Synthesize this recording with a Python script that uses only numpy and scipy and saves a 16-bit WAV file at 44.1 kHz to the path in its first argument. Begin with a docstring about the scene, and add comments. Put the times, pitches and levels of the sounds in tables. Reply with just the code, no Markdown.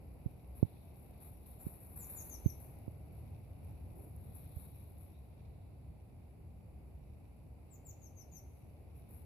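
"""A quiet wood: soft air, a distant rumble and a far engine go on throughout. Early on, fingers bump
a hand-held camera near its right microphone, and dry leaves start to rustle in crisp bursts.
At 2 s a small bird gives four thin, falling whistles that scatter among the trunks. A sleeve slides
at 4 s, and the leaves settle after 5 s. Near 8 s the bird gives five more whistles and the leaves
stir again. Three faint far-off calls come along the way."""
import sys
import numpy as np
from scipy import signal
from scipy.fft import rfft, irfft
from scipy.io import wavfile
from scipy.ndimage import uniform_filter1d, map_coordinates

SR = 44100
rng = np.random.default_rng(int(sys.argv[2]) if len(sys.argv) > 2 else 0)


def pcm_store(signal):
    """Save signal as 16-bit PCM."""
    levels = np.round(np.clip(np.atleast_2d(signal), -1, 1) * 32767)
    wavfile.write(sys.argv[1], SR, levels.astype(np.int16).T)


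N = 407925
TIME = np.arange(N) / SR

# The tone of the rustle. Each row: frequency in Hz, left level in dB, right level in dB.
RUSTLE_SPECTRUM = [(292, -22, -11), (880, -9.5, -8.5), (1650, -20, -21.5), (2510, -16, -19),
                   (3230, -52, -45), (3660, -22.5, -32), (4200, -24, -25), (5130, -46, -37),
                   (5700, -28, -24), (6250, -48, -45), (7580, -17.5, -20), (8170, -45, -45),
                   (9430, -16, -20), (9780, -21, -15.5), (10100, -10, -7.5), (11250, 6, -8.5),
                   (12360, -9.5, -17), (12700, -10, -3), (14500, -13, -13.5)]


def bird(turn_hz=1.2, twig_hz=5800):
    """A bird sings on the left; its echoes change as it turns its head."""
    # The treble colour of the whistles on each side: two dips and bright high peaks.
    # Each row: frequency in Hz, left dB, right dB.
    treble_colour = [(4700, -7, -7), (5500, 0, 0), (7700, 0, 0), (8400, -8, -8), (9200, 0, 0),
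                     (10000, 4, -4), (11300, 7, -2), (12300, 2.5, -4), (13500, -3, -3), (13900, -3, 2),
                     (14200, 1, 12), (14500, 3, 15)]
    tone, octave, rasp = whistles()
    heading = 2 * np.pi * turn_hz * TIME
    twigs = signal.butter(4, twig_hz, "high", fs=SR, output="sos")  # twigs scatter few low pitches
    scattered = signal.sosfilt(twigs, tone + amp(-1) * octave + rasp)
    echoes = wood(scattered * np.cos(heading)) + wood(scattered * np.sin(heading))
    direct = amp(-9) * pan(db=20) * tone + amp(-8) * pan(db=9) * octave
    heard = direct + amp(-5) * pan(db=3) * echoes
    return irfft(rfft(heard) * amp(levels_at(treble_colour, np.fft.rfftfreq(N, 1 / SR))), N)


def whistles(rest_hz=5230, flick_s=.010, flick_db=-32, rasp_db=-12, waver=.006, flutter_db=2.2):
    """Each note flicks up from a resting pitch, slides down to a 'shoulder' pitch, then drops back."""
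    # Each row: start in seconds, length in seconds, top pitch in Hz, shoulder pitch in Hz,
    # relative level in dB, level of the octave above in dB against the tone.
    notes = [(1.990, .062, 7900, 6750, -52.5, -16), (2.155, .065, 7400, 6540, -50, -17),
             (2.290, .076, 6940, 6020, -50, -5), (2.440, .072, 6480, 6120, -54.5, 2),
             (7.705, .061, 8000, 6950, -60, -9), (7.852, .066, 7600, 6780, -53, -9),
             (8.007, .074, 6900, 6280, -58.5, -6), (8.156, .074, 6680, 6020, -55.5, -7),
             (8.315, .075, 6950, 6080, -54.5, -4.5)]
    # Loudness through a note. Each row: share of its length, level in dB.
    note_shape = [(0, -13), (.15, -3), (.5, -1.5), (.75, -1.5), (.9, -6), (1, -16)]
    knee, sag = .72, .3  # share of the note spent sliding, and how much the slide curves
    out, pitch_drift, level_drift = np.zeros((3, N)), wander(330), wander(210)
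    grit = wander(2200) + 1j * wander(2200)
    for start, length, top, shoulder, db, octave_db in notes:
        t = np.arange(-flick_s, length, 1 / SR)
        at = round(start * SR) + np.arange(len(t))
        progress, flick = np.maximum(t / length, 0), np.maximum(-t / flick_s, 0)
        slide = np.clip(1 - progress / knee, 0, 1)
        drop = np.clip((progress - knee) / (1 - knee), 0, 1)
        hz = shoulder + (top - shoulder) * slide * (1 - sag + sag * slide)
        hz = hz + (rest_hz - hz) * (flick ** 2 + drop ** 1.6)
        phase = 2 * np.pi * np.cumsum(hz * (1 + waver * pitch_drift[at])) / SR
        swell_db = 0.0115 * (7580 - top) * (progress - .5)  # lower notes swell towards their end
        shape_db = np.interp(progress, *np.transpose(note_shape))
        level = amp(db + swell_db + shape_db + flutter_db * level_drift[at])
        tone = amp(flick_db * np.sqrt(flick)) * np.exp(1j * phase)
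        octave = amp(octave_db) * np.exp(2j * phase)
        rasp = amp(rasp_db) * grit[at] * (tone + octave)
        soft_ends = signal.windows.tukey(len(t), .08)
        add(out, start - flick_s, level * soft_ends * np.imag([tone, octave, rasp]))
    return out


def wood(sound, near_s=.14, far_s=.85, far_db=-19, build_s=.008, echoes_per_s=3000):
    """Near trunks send back quick echoes; the deeper wood adds faint, long ones."""
    t = np.arange(SR) / SR
    echoes = rng.standard_normal((2, SR)) * (rng.random((2, SR)) < echoes_per_s / SR)
    fade = amp(-60 * t / near_s) + amp(far_db - 60 * t / far_s)
    echoes *= (1 - np.exp(-t / build_s)) * fade
    echoes /= np.linalg.norm(echoes, axis=1, keepdims=True)
    return signal.fftconvolve(sound[None], echoes, axes=1)[:, :N]


def leaves(power, catch_per_s=170, catch_db=1.4):
    """Brushed leaves catch and slip in a crowd of crackles; hard brushes are brighter."""
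    # The extra treble of a hard brush. Each row: frequency in Hz, left dB, right dB.
    fizz_spectrum = [(8900, -54, -43), (11150, 1, -22), (11800, -6, -16), (13000, -1, -1),
                     (15300, -13, -7.5)]
    body = amp(7) * colour(crackles(per_s=9700, grain_db=2), RUSTLE_SPECTRUM) * np.sqrt(power)
    fizz = amp(-51) * colour(crackles(per_s=12000, grain_db=1.5), fizz_spectrum) * power / power.max()
    return (body + fizz) * amp(-0.05 * wander(57) + catch_db * wander(catch_per_s))


def brushing(rise_s=0.01, slump_s=0.22, fade_s=0.043, light_per_s=5.6):
    """How strongly the leaves move: a slow stir, plus brushes that start fast and die away."""
    # The clearest brushes. Each row: start in seconds, length in seconds, relative level in dB.
    brushes = [(0.55, 0.017, -68), (0.945, 0.1, -75.5), (1.201, 0.067, -66), (1.459, 0.042, -66.5),
               (1.595, 0.13, -62.5), (1.798, 0.19, -67.5), (1.957, 0.12, -59.5), (2.09, 0.25, -58.5),
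               (2.593, 0.044, -66), (3.118, 0.08, -78), (3.627, .015, -78), (3.955, 0.092, -71.5),
               (4.235, 0.035, -75.5), (4.342, 0.015, -63), (4.546, 0.11, -67), (4.752, .01, -71.5),
               (4.862, 0.018, -81), (4.977, 0.067, -73.5), (8.945, 0.04, -76.5), (9.086, 0.094, -69.5)]
    # The slow stir. Each row: time in seconds, relative level in dB.
    stir = [(0, -83), (1.5, -78), (2.5, -72), (3.0, -83), (3.6, -84.5), (4.6, -73), (5.6, -93.5),
            (7.6, -91), (8.5, -85), (9.25, -94)]
    light = []  # light brushes at random times, 5 dB under the stir
    for slot, (delay, span) in enumerate(rng.random((200, 2))):
        start = (slot + delay) / light_per_s
        if start < TIME[-1]:
            light.append((start, 0.024 * (.5 + span), np.interp(start, *np.transpose(stir)) - 5))
    power, age = follow(stir) ** 2, np.arange(SR) / SR
    for start, length, db in brushes + light:
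        fade = np.exp(-age / slump_s - np.maximum(age - length, 0) / fade_s)
        add(power, start, amp(db) ** 2 * (1 - np.exp(-age / rise_s)) * fade)
    return power


def snaps(decay_s=0.0018):
    """Dry stalks break with tiny cracks, brighter than a brush."""
    # Each row: start in seconds, level in dB, how much louder the left side is in dB.
    breaks = [(1.467, -56.5, 6.5), (1.863, -56, 5.5), (1.96, -50, 6), (2.1756, -46, 6), (2.604, -55, 6),
              (3.648, -59, 1), (4.164, -51, -4), (8.572, -65, -1.5), (8.592, -67, 3)]
    out, t = np.zeros((2, N)), np.arange(SR // 100) / SR
    bright = unit(np.diff(noise(RUSTLE_SPECTRUM), n=2))
    for start, db, side_db in breaks:
        crack = bright[:, round(start * SR):][:, :len(t)] * np.exp(-t / decay_s)
        add(out, start, amp(db) * pan(side_db) * crack)
    return out


def scrapes():
    """Stalks rub together in short swells of dull crackles."""
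    # Each row: middle in seconds, width in seconds (its sign does not matter), level in dB.
    rubs = [(.74, -0.4, -82.5), (1.23, 0.2, -83), (1.48, -0.2, -86), (1.63, 0.3, -87), (2.3, -0.63, -84),
            (4.39, 0.4, -83.5), (4.61, 0.25, -85.5), (4.8, 0.4, -89), (5.45, 1.3, -89)]
    # The tone of the stalks. Each row: frequency in Hz, left dB, right dB.
    spectrum = [(2800, -28, -34), (3400, -4, -3), (3900, 2, -3), (4600, -7, -10), (5400, -24, -25),
                (8000, -40, -40)]
    level = sum(amp(db) * np.exp(-(2 * (TIME - middle) / width) ** 2) for middle, width, db in rubs)
    return colour(crackles(per_s=2500, grain_db=1), spectrum) * level


def litter(power, smooth_s=0.43):
    """The forest floor shifts with a dull, patchy crackle while the leaves move."""
    # Each row: frequency in Hz, level in dB.
    spectrum = [(1500, -19), (2400, 15.5), (3200, 1), (3900, 8.5), (4700, -10), (5800, 5.5), (7000, -33),
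                (9000, -16)]
    slow = abs(uniform_filter1d(power, round(smooth_s * SR)))
    level = amp(-83.5) * np.sqrt(slow / (slow + amp(-88) ** 2))  # follows the leaves up to a ceiling
    return colour(crackles(per_s=3000, grain_db=4), spectrum) * level * amp(2 * wander(6.5))


def bumps(low_cut_hz=90):
    """Fingers push the camera: the microphone's bass cut makes each push a thud, and the case ticks."""
    # Each row: time in seconds, peak in dB, rise in seconds, release in seconds,
    # press (1) or let go (-1), share reaching the left microphone.
    touches = [(0.2611, -22.5, 0.00049, 0.0017, -1, -0.1), (.629, -11.5, 0.00026, 0.0014, -1, -0.087),
               (0.6493, -31.5, 0.0006, 0.0018, -1, -0.13), (1.6676, -25, 0.00053, 0.00057, 1, -.14),
               (2.4607, -13.5, 0.00045, 0.0016, -1, -0.079), (2.8799, -29, 0.00022, 0.0011, 1, -0.12),
               (4.5672, -31, 0.0015, 0.0019, 1, 0.26)]
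    # The ringing case. Each row: pitch in Hz, level in dB against the thud, decay in seconds.
    case = [(850, -37, .0016), (2100, -36.5, .0007)]
    out, t = np.zeros((2, N)), np.arange(-SR // 10, SR // 10) / SR
    low_cut = signal.butter(3, low_cut_hz, "high", fs=SR, output="sos")
    tick = (t > 0) * sum(amp(db) * np.exp(-abs(t) / decay) * np.sin(2 * np.pi * hz * t)
                         for hz, db, decay in case)
    for when, db, rise, release, direction, left in touches:
        push = np.exp(-np.logaddexp(0, -t / rise) - np.logaddexp(0, t / release - 1))
        thud = signal.sosfilt(low_cut, push)
        knock = thud / abs(thud).max() + tick
        add(out, when + t[0], np.array([[left], [1]]) * direction * amp(db) * knock)
    return out


def handling(slide_at_s=4.01, fade_db_per_s=99):
    """The shifting grip makes a lumpy murmur; one soft slide of a sleeve swells and fades."""
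    # The tones of grip and sleeve. Each row: frequency in Hz, level in dB.
    grip_spectrum = [(50, -20), (85, 11), (115, 5), (160, -2), (230, -28.5), (400, -25.5), (900, -64)]
    sleeve_spectrum = [(150, -28), (330, 9), (500, 0), (800, -6.5), (1300, -28), (2500, -50)]
    # Each row: time in seconds, level in dB.
    grip_level = [(0, -75.5), (2.6, -58.5), (3.3, -52.5), (4.6, -56), (5.4, -60.5)]
    grip = noise(grip_spectrum) * follow(grip_level) * amp(1.3 * wander(25))
    sleeve = noise(sleeve_spectrum) * amp(-59 - fade_db_per_s * abs(TIME - slide_at_s))
    return grip + sleeve


def far_birds(waver=0.024):
    """Birds deeper in the wood give short husky glides, mostly lost in their echoes."""
    # Each row: start in seconds, length in seconds, first and last pitch in Hz, relative level in dB.
    calls = [(1.325, 0.066, 5850, 5600, -78), (1.57, 0.066, 7500, 6930, -68),
             (5.12, .066, 3400, 4150, -72.5)]
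    song, drift = np.zeros(N), wander(600)
    for start, length, from_hz, to_hz, db in calls:
        hz = np.linspace(from_hz, to_hz, round(length * SR))
        hz *= 1 + waver * drift[round(start * SR):][:len(hz)]
        add(song, start, amp(db) * np.hanning(len(hz)) * np.sin(2 * np.pi * np.cumsum(hz) / SR))
    return pan(db=5) * (amp(-11) * song + amp(-8) * wood(song))


def background():
    """A distant rumble, a far engine's drone, soft airy noise and a thin high hiss."""
    # Low rumble, then airy noise and high hiss with a dip near 8 kHz. Each row: frequency in Hz, left dB, right
    # dB.
    rumble_spectrum = [(19.5, -38, -37), (31, -10.5, -16), (48, -14, -6.5), (63, 2, 1), (96, -3.5, -5.5),
                       (135, -9.5, -7.5), (199, -13.5, -13.5), (338, -25, -25), (572, -26.5, -47),
                       (1480, -77, -99)]
    air_spectrum = [(99, -8, -5), (277, 3.5, 3), (499, -4, -2), (754, -4, -2.5), (1117, -16.5, -15.5),
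                    (1720, -25, -25.5), (2230, -16, -17.5), (2620, -19, -19.5), (3230, -31, -36),
                    (3760, -31, -32), (4750, -26, -27.5), (6400, -69, -44.5), (9000, -31, -34.5)]
    hiss_spectrum = [(3040, -59, -42), (7900, 0.5, 0.5), (8060, -44, -20), (9720, -21, -7), (9940, -7, 15),
                     (10330, -5, 13), (10600, -9, -1), (11900, -11, -1), (12000, -19, 1), (14700, 2, 1.5)]
    # The engine's tone. Each row: frequency in Hz, level in dB.
    drone_spectrum = [(45, -28), (62, -4), (73, 11), (82, 3), (95, -26.5), (140, -51)]
    # Slow changes in loudness. Each row: time in seconds, relative level in dB.
    rumble_level = [(0, -51.5), (1.0, -53.5), (2.9, -52.5), (3.8, -50), (5.3, -54), (7.2, -54),
                    (8.0, -57.5), (9.25, -53)]
    drone_level = [(0, -70.5), (7, -64.5), (9.25, -65)]
    air_level = [(0, -65.5), (1.9, -65.5), (2.4, -63), (4.4, -66), (6.2, -68), (9.25, -66.5)]
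    rumble = amp(-1) * noise(rumble_spectrum) * follow(rumble_level) * amp(wander(13))
    drone = noise(drone_spectrum) * follow(drone_level)
    sway = amp(.6 * wander(5))
    air = amp(2) * noise(air_spectrum) * follow(air_level) * sway
    return rumble + drone + air + amp(-80.5) * noise(hiss_spectrum)


def crackles(per_s, grain_db):
    """A crowd of tiny clicks, a few of them large."""
    sizes = amp(grain_db * np.minimum(rng.exponential(1, (2, N)), 5))
    return rng.standard_normal((2, N)) * sizes * (rng.random((2, N)) < per_s / SR)


def noise(spectrum):
    """Steady stereo noise with the given tone."""
    return colour(rng.standard_normal((2, N)), spectrum)


def colour(pair, spectrum):
    """Gives two unrelated signals a tone; long waves reach both microphones alike."""
    # Each row: frequency in Hz, how alike the two sides are from 0 to 1.
    likeness = [(60, 1), (130, 0.92), (290, 0.14), (640, 0.72), (1400, 0.025), (3000, 0)]
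    hz, (left, right) = np.fft.rfftfreq(N, 1 / SR), rfft(pair)
    same = np.clip(levels_at(likeness, hz)[0], -1, 1)
    right = same * left + np.sqrt(1 - same ** 2) * right
    return unit(irfft(np.array([left, right]) * amp(levels_at(spectrum, hz)), N))


def wander(rate):
    """A smooth random curve through `rate` points a second."""
    return map_coordinates(rng.standard_normal(4096), [TIME * rate], order=3, mode="wrap")


def levels_at(table, hz):
    """Fills in a table's values between its frequencies."""
    row_hz, *columns = np.transpose(table)
    return np.array([np.interp(np.log(hz + 1), np.log(row_hz + 1), column) for column in columns])


def follow(curve):
    """A gain for every sample, from rows of seconds and dB."""
    return amp(np.interp(TIME, *np.transpose(curve)))


def amp(db):
    """Turns decibels into a gain."""
    return 10 ** (np.asarray(db) / 20)


def unit(x):
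    """Scales a signal to an average power of 1."""
    return x / np.sqrt(np.mean(x ** 2) + 1e-20)


def pan(db):
    """Makes the left side `db` louder than the right."""
    return amp([[db / 2], [-db / 2]])


def add(mix, start_s, sound):
    """Mixes a sound in at the given time."""
    part = mix[..., round(start_s * SR):][..., :sound.shape[-1]]
    part += sound[..., :part.shape[-1]]


def scene():
    """Birds, leaves, the hand on the camera and the wood's background."""
    power = brushing()
    birds = bird() + far_birds()
    rustle = leaves(power) + snaps() + scrapes() + litter(power)
    return birds + rustle + bumps() + handling() + background()


def record(dry, edge_hz=14700):
    """Cuts off the highest treble."""
    taps = signal.firwin(511, edge_hz, window=("kaiser", 8), fs=SR)
    return signal.oaconvolve(dry, taps[None], "same", axes=1)


dry = scene()
out = record(dry)
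pcm_store(out)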